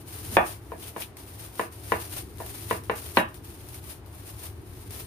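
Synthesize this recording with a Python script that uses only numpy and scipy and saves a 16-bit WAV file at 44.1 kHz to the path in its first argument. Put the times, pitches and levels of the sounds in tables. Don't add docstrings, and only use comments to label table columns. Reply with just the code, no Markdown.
import sys
import numpy as np
from scipy import signal
from scipy.fft import rfft, irfft
from scipy.io import wavfile

SR = 44100
rng = np.random.default_rng(int(sys.argv[2]) if len(sys.argv) > 2 else 0)


def ratio_of_db(decibels):
    return 10 ** (np.asarray(decibels, float) / 20)


def waveform_to_disk(signal):
    frames = np.transpose(np.atleast_2d(signal))
    scaled = np.clip(frames, -1, 1) * 32767
    samples = np.round(scaled).astype(np.int16)
    wavfile.write(sys.argv[1], SR, samples)


N = 223221


def rms_one(x):
    return x / np.sqrt(np.mean(x ** 2) + 1e-20)


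def at_hz(points, hz):
    table_hz, values = np.transpose(points)
    return np.interp(np.log(np.maximum(hz, 1)), np.log(table_hz), values)


def panned(pan_db):
    return ratio_of_db(np.array([pan_db / 2, -pan_db / 2]))


def colour(x, spectrum):
    hz = np.arange(N // 2 + 1) * SR / N
    return irfft(rfft(x) * ratio_of_db(at_hz(spectrum, hz)), N)


def band(x, low_hz, high_hz):
    sos = signal.butter(2, [low_hz, high_hz], "band", fs=SR, output="sos")
    return rms_one(signal.sosfilt(sos, x))


def drift(rate_hz):
    knots = rng.standard_normal(2000)
    return np.interp(np.arange(N) * rate_hz / SR, np.arange(len(knots)), knots)


# (frequency [Hz], left-right likeness [-1 to 1])
COHERENCE = [(60, 1), (130, 0.91), (290, 0.87), (640, 0.68), (1410, -0.97), (3100, -0.27), (6820, -0.03),
             (15000, -0.16)]
# (frequency [Hz], level per Hz [dB])
AIR_SPECTRUM = [(20, -54), (35, -22.5), (55, -8), (75, -1.5), (105, 2.5), (150, -15.5), (225, -23),
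                (325, -13), (430, -13), (520, -16.5), (1000, -25.5), (1400, -30.5), (3600, -41),
                (15700, -60)]
# (time [s], level [dB])
BASS_LEVEL = [(0.0, -45.5), (0.27, -43), (0.35, -39.5), (0.52, -46), (1.63, -49.5), (1.99, -41.5),
              (2.0, -44.5), (2.77, -42), (3.16, -45), (3.18, -40.5), (3.27, -44.5), (4.33, -46.5),
              (4.55, -44.5), (5.06, -44)]


def room_tone():
    mid, side = rng.standard_normal((2, N))
    hz, alike = np.transpose(COHERENCE)
    alike = np.clip(alike, .001, .999)
    mid = colour(mid, np.c_[hz, 10 * np.log10(1 + alike)])
    side = colour(side, np.c_[hz, 10 * np.log10(1 - alike)])
    tone = colour(mid + side * [[1], [-1]], AIR_SPECTRUM) * panned(1.8)[:, None]
    s, load_db = np.transpose(BASS_LEVEL)
    bass_db = np.interp(np.arange(N) / SR, s, load_db)
    bass = band(tone, 14, 294) * ratio_of_db(bass_db + 5)
    hum_db = -46 + 0.35 * (bass_db - bass_db.mean()) + 1.54 * drift(14)
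    hum = band(tone, 133, 453) * ratio_of_db(hum_db)
    air = band(tone, 280, 20000) * ratio_of_db(-47.5)
    return bass + hum + air


# (frequency [Hz], decay time t60 [s])
KITCHEN_T60 = [(200, 0.21), (530, 0.2), (1390, 0.24), (3680, 0.24)]
# (frequency [Hz], level [dB])
WALL_REFLECTION = [(200, 3.5), (1100, 4), (1400, -6), (1800, 7.5), (2800, -2.5), (4000, -12), (6000, -16)]


def kitchen_echo(x):
    t, tail = np.arange(SR // 2) / SR, 0
    mid, side = rng.standard_normal((2, len(t)))
    for hz in 180 * 2. ** np.arange(6):
        alike = np.clip(at_hz(COHERENCE, hz), 0, 1)
        pair = np.sqrt(1 + alike) * mid + np.sqrt(1 - alike) * side * [[1], [-1]]
        octave = band(pair, hz / np.sqrt(2), hz * np.sqrt(2)) * np.sqrt(hz)
        tail = tail + octave * ratio_of_db(-60 * t / at_hz(KITCHEN_T60, hz))
    tail = tail * (t > .004) / np.sqrt(np.sum(tail ** 2))
    echo = signal.fftconvolve(x.mean(axis=0)[None], tail, axes=1)[:, :N]
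    return colour(echo, WALL_REFLECTION)


# (time [s], level [dB], decay time t60 [s])
BUCKLES = [
    (0.824, -48, 0.34),
    (1.02, -35.5, 0.11),
    (2.12, -60, 0.34),
    (2.699, -37.5, .08),
    (3.745, -62, 0.041),
    (4.906, -53, 0.045),
]


def crumples():
    t, level = np.arange(N) / SR, 0
    for s, level_db, t60 in BUCKLES:
        level = level + (t > s) * ratio_of_db(level_db - 60 * np.abs(t - s) / t60)
    roughness = ratio_of_db(2.7 * drift(400))
    return level * roughness * band(rng.standard_normal((2, N)), 2300, 3800) * panned(5.3)[:, None]


# (grip time [s], let-go time [s], crackle at let-go [dB], swell in the squeeze [dB])
HAND_SQUEEZES = [(0, 0.015, -55.5, -3), (0.085, 0.31, -45, 2.5), (0.315, 0.347, -37, 7.5),
                 (.39, 0.513, -41.5, 8.5), (0.606, 0.718, -56, 9), (0.782, 0.87, -41.5, 9.5),
                 (0.943, 1.005, -38.5, 26), (1.197, 1.25, -59, -9), (1.255, 1.464, -47, 7.5),
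                 (1.534, 1.623, -42.5, 11.5), (1.723, 1.79, -55.5, -1), (1.788, 1.884, -46.5, 10),
                 (1.905, 2.065, -43, 2), (2.115, 2.191, -40.5, -0.5), (2.257, 2.36, -56.5, 2),
                 (2.41, 2.674, -44.5, 3), (2.699, 2.756, -44.5, -6), (2.8, 2.93, -52.5, 8.5),
                 (2.957, 3.108, -44, 0.5), (3.15, 3.172, -39, 2.5), (3.246, 3.33, -59.5, 4),
                 (3.347, 3.359, -52, 6), (3.447, 3.7, -54.5, -1.5), (3.692, 3.755, -46, 6.5),
                 (3.83, 3.92, -45, 8.5), (4.06, 4.307, -50.5, 8.5), (4.325, 4.455, -42.5, 14),
                 (4.52, 4.66, -64.5, -3), (4.679, 4.89, -56.5, -1), (4.92, 5.001, -42, 2.5)]


def grip():
    rise_db_per_s, let_go_db_per_s = 400, 285
    creep_db, creep_db_per_s = -25.5, 110
    t = np.arange(0, N + 64, 64) / SR
    start, end, top_db, swell_db = np.transpose(HAND_SQUEEZES)[:, :, None]
    held = top_db - swell_db * np.clip((end - t) / np.maximum(end - start, .005), 0, 1)
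    after = np.maximum(t - end, 0)
    fall = np.minimum(let_go_db_per_s * after, creep_db_per_s * after - creep_db)
    level = held - rise_db_per_s * np.maximum(start - t, 0) - fall
    return np.interp(np.arange(N) / SR, t, level.max(axis=0))


# (time [s], peak level [dB], left-right difference [dB])
PLASTIC_SNAPS = [(0.0715, -38, 6), (0.2857, -41, 3.5), (0.3391, -26, 2.0), (0.769, -44, -1),
                 (0.787, -42, 2), (0.9692, -32, 8), (1.1696, -26.5, 4), (1.555, -29, 7), (1.595, -32, 3.5),
                 (1.7243, -31, 1), (1.9051, -38, 1), (1.92, -23, 4), (2.1181, -40, 6), (2.373, -35, 8),
                 (2.3835, -34, 9), (2.41, -44, 0), (2.4632, -22.5, 1), (2.705, -21, 9), (2.837, -30, 4),
                 (3.1492, -34, 3.0), (3.1695, -33, 3.5), (3.2879, -37, 0), (3.3433, -31, 9),
                 (3.6077, -38, 1.5), (3.687, -27, 5), (3.7442, -26, -1), (3.8412, -30.5, 7),
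                 (4.061, -40, 8), (4.2777, -29.5, -2), (4.907, -26, 6)]
# (frequency [Hz], level per Hz [dB])
BAG_SPECTRUM = [(300, 0.5), (700, 5.5), (1500, 1), (2500, 3), (4500, 1.5), (6500, -0.5), (8000, -2.5),
                (11000, 3.5), (15700, -1.5)]


def bag():
    crackle_db = grip()
    sizes = ratio_of_db(2.8 * np.minimum(rng.exponential(1, N), 6))
    chance = rng.random(N)
    creases_per_s = 4000 * ratio_of_db(4 * drift(60))
    creases = sizes * (chance < creases_per_s / SR)
    power = (rms_one(creases) * ratio_of_db(crackle_db) * panned(3)[:, None]) ** 2
    for s, peak_db, pan_db in PLASTIC_SNAPS:
        power[:, round(s * SR)] += (ratio_of_db(peak_db + 5.5) * panned(pan_db)) ** 2
    t = np.arange(SR // 8) / SR
    puff = ratio_of_db(-120 * t / 0.0036) + ratio_of_db(-21.5 - 120 * t / 0.087)
    power = signal.fftconvolve(power, puff[None] / puff.sum(), axes=1)[:, :N]
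    noise = np.sqrt(np.abs(power)) * rng.standard_normal((2, N))
    heard = colour(noise, BAG_SPECTRUM) * ratio_of_db(3)
    sos = signal.butter(1, [1500, 4500], "band", fs=SR, output="sos")
    low = signal.sosfilt(sos, heard)
    return heard + low * (ratio_of_db(-0.9) - 1)


def struck(blows, modes, scale_t60, tilt_db, spread_db, level_db):
    out, t = np.zeros((2, N + SR)), np.arange(SR // 2) / SR
    hz, mode_db, t60 = np.transpose(modes)[:, :, None]
    phase = rng.normal(0, 0.96, (len(modes), 1))
    ear_sign = rng.choice([-1, 1], (len(modes), 1)) * [[[1]], [[-1]]]
    phase = phase + np.clip(hz / 2300, 0, .8) * ear_sign
    decay = ratio_of_db(-60 * t / (np.minimum(t60, .25) * scale_t60))
    rings = np.sin(2 * np.pi * hz * t + phase) * decay
    rings = rings * (1 - np.exp(-t / 0.00019))
    split_hz = hz * rng.uniform(0.0037, 0.032, (2, len(modes), 1))
    rings = rings * (1 + 0.78 * np.cos(2 * np.pi * split_hz * t))
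    chance = rng.normal(0, 1, (len(blows), len(modes)))
    for (s, peak_db, bright_db, pan_db), luck in zip(blows, chance):
        hardness = np.clip(np.log2(hz[:, 0] / 900), 0, 1) * (bright_db + tilt_db)
        strength = ratio_of_db(peak_db + level_db + mode_db[:, 0] + hardness + spread_db * luck)
        at = round(s * SR)
        out[:, at:at + len(t)] += panned(pan_db)[:, None] * np.einsum("m,cmt->ct", strength, rings)
    return out[:, :N]


def cracks(blows, level_db):
    out, t = np.zeros((2, N)), np.arange(200) / SR
    for s, peak_db, bright_db, pan_db in blows:
        width_s = .00011 * ratio_of_db(-.3 * (bright_db + 8))
        u = t / width_s - 3
        pulse = u * np.exp(.5 - u ** 2 / 2)
        at = round(s * SR)
        out[:, at:at + len(t)] += panned(pan_db)[:, None] * ratio_of_db(peak_db + level_db) * pulse
    return out


# (time [s], peak [dB], brightness [dB], left-right difference [dB])
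POTATO_SQUASH = [
    (.321, -34.5, 0, 0),
]
# (frequency [Hz], level [dB], decay time t60 [s])
COUNTER_MODES = [(222, 3, 0.066), (317, -6.5, 0.11), (420, -16, 0.076)]


def squash():
    return struck(POTATO_SQUASH, COUNTER_MODES, 0.86, 0, 1.1, 0.95), cracks(POTATO_SQUASH, -9.5)


# (time [s], peak [dB], brightness [dB], left-right difference [dB])
COUNTER_BUMP = [
    (.3685, -2, -16, 1.5),
]
# (frequency [Hz], level [dB], decay time t60 [s])
COUNTER_BUMP_MODES = [(240, -15, 0.14), (340, -5.5, 0.097), (459, -8, 0.11), (556, -3.5, 0.061),
                      (623, -14, 0.3), (730, 0, 0.04), (826, 0.5, 0.04), (968, -4, 0.11),
                      (1209, -13.5, 0.28), (1280, -5, 0.04), (1420, -3.5, 0.099), (1638, -3, 0.13),
                      (1740, 4, 0.05), (2070, -28, 0.031), (2090, 0.5, 0.034), (2450, 4, 0.025),
                      (2680, -11, .06), (2540, 1.5, 0.065), (2620, -10, 0.06), (3300, -41, 0.039),
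                      (3440, -14, 0.19), (3700, -17, 0.084), (3780, -19, 0.067), (4460, -45, 0.081)]


def first_bump():
    return struck(COUNTER_BUMP, COUNTER_BUMP_MODES, 1, 12.2, 0.79, -13.5), cracks(COUNTER_BUMP, -8.5)


# (time [s], peak [dB], brightness [dB], left-right difference [dB])
RIM_BUMP = [
    (3.171, -4, -3, 2.5),
]
# (frequency [Hz], level [dB], decay time t60 [s])
RIM_BUMP_MODES = [(238, -13.5, 0.21), (336, -1.5, 0.062), (484, -17, 0.15), (544, -5, 0.082),
                  (619, -8, 0.13), (784, -8.5, 0.081), (822, -6.5, 0.065), (984, 2.5, 0.062),
                  (1190, -11, 0.18), (1430, -7, 0.023), (1510, -10, 0.062), (1690, -13, 0.11),
                  (1740, -8, 0.041), (1953, -3.5, 0.067), (2310, -8, 0.052), (2400, -11, 0.088),
                  (2600, -20, .08), (2764, -11.5, 0.21), (2960, -7.5, 0.034), (3360, -18, .07),
                  (3660, -13, 0.032), (3830, -22, 0.28), (3840, -17, 0.14), (4120, -15, 0.098)]


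def second_bump():
    return struck(RIM_BUMP, RIM_BUMP_MODES, 0.84, 4.3, 0.63, -11), cracks(RIM_BUMP, -8.5)


# (time [s], peak [dB], brightness [dB], left-right difference [dB])
PESTLE_KNOCKS = [
    (0.719, -30.5, -17.5, 4.5),
    (0.963, -27.5, -13.5, 2),
    (1.595, -19.5, -9.5, 3),
    (1.92, -16, -8, 3.5),
    (2.402, -29, -22, 4),
    (2.71, -18.5, -8.5, 1.5),
    (2.897, -18, -8, 2),
]
# (frequency [Hz], level [dB], decay time t60 [s])
BOWL_MODES = [(233, -16.5, 0.24), (345, -6.5, 0.17), (465.8, 2.5, 0.099), (557, -12.5, 0.086),
              (619.5, -11, 0.16), (826, -0.5, 0.043), (850, -8, 0.06), (997, 4.5, 0.1), (1183, -13, 0.16),
              (1424, -7, 0.028), (1510, -18, 0.026), (1698, -6.5, 0.072), (1940, -7.5, 0.053),
              (2280, -11, 0.065), (2810, -12, 0.028), (2950, -14, 0.031), (3440, -25, .04),
              (3680, -19, 0.095), (4020, -25, 0.15), (4400, -38, .04)]


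def knocks():
    return struck(PESTLE_KNOCKS, BOWL_MODES, 0.87, 12, 2.07, -8), cracks(PESTLE_KNOCKS, -4.5)


def blows():
    ring, crack = np.sum([knocks(), squash(), first_bump(), second_bump()], axis=0)
    heard = ring + crack + kitchen_echo(ratio_of_db(-1.5) * ring + ratio_of_db(13) * crack)
    sos = signal.butter(4, 200, "high", fs=SR, output="sos")
    return signal.sosfilt(sos, heard)


def scene():
    return blows() + bag() + room_tone() + crumples()


def top_cut(x):
    return signal.sosfilt(signal.butter(12, 15720, fs=SR, output="sos"), x)


# (frequency [Hz], level [dB])
PORT_RESONANCE = [(7900, 1), (8400, 2), (9000, 11.5), (9500, 7), (10500, 2.5), (15700, 5.5)]


def record(dry):
    x = 1.054 * np.tanh(colour(dry, PORT_RESONANCE) / 1.31)
    x = colour(x, [(15470, 0), (15520, -24), (15900, -50)])
    return top_cut(x)


dry = scene()
out = record(dry)
waveform_to_disk(out)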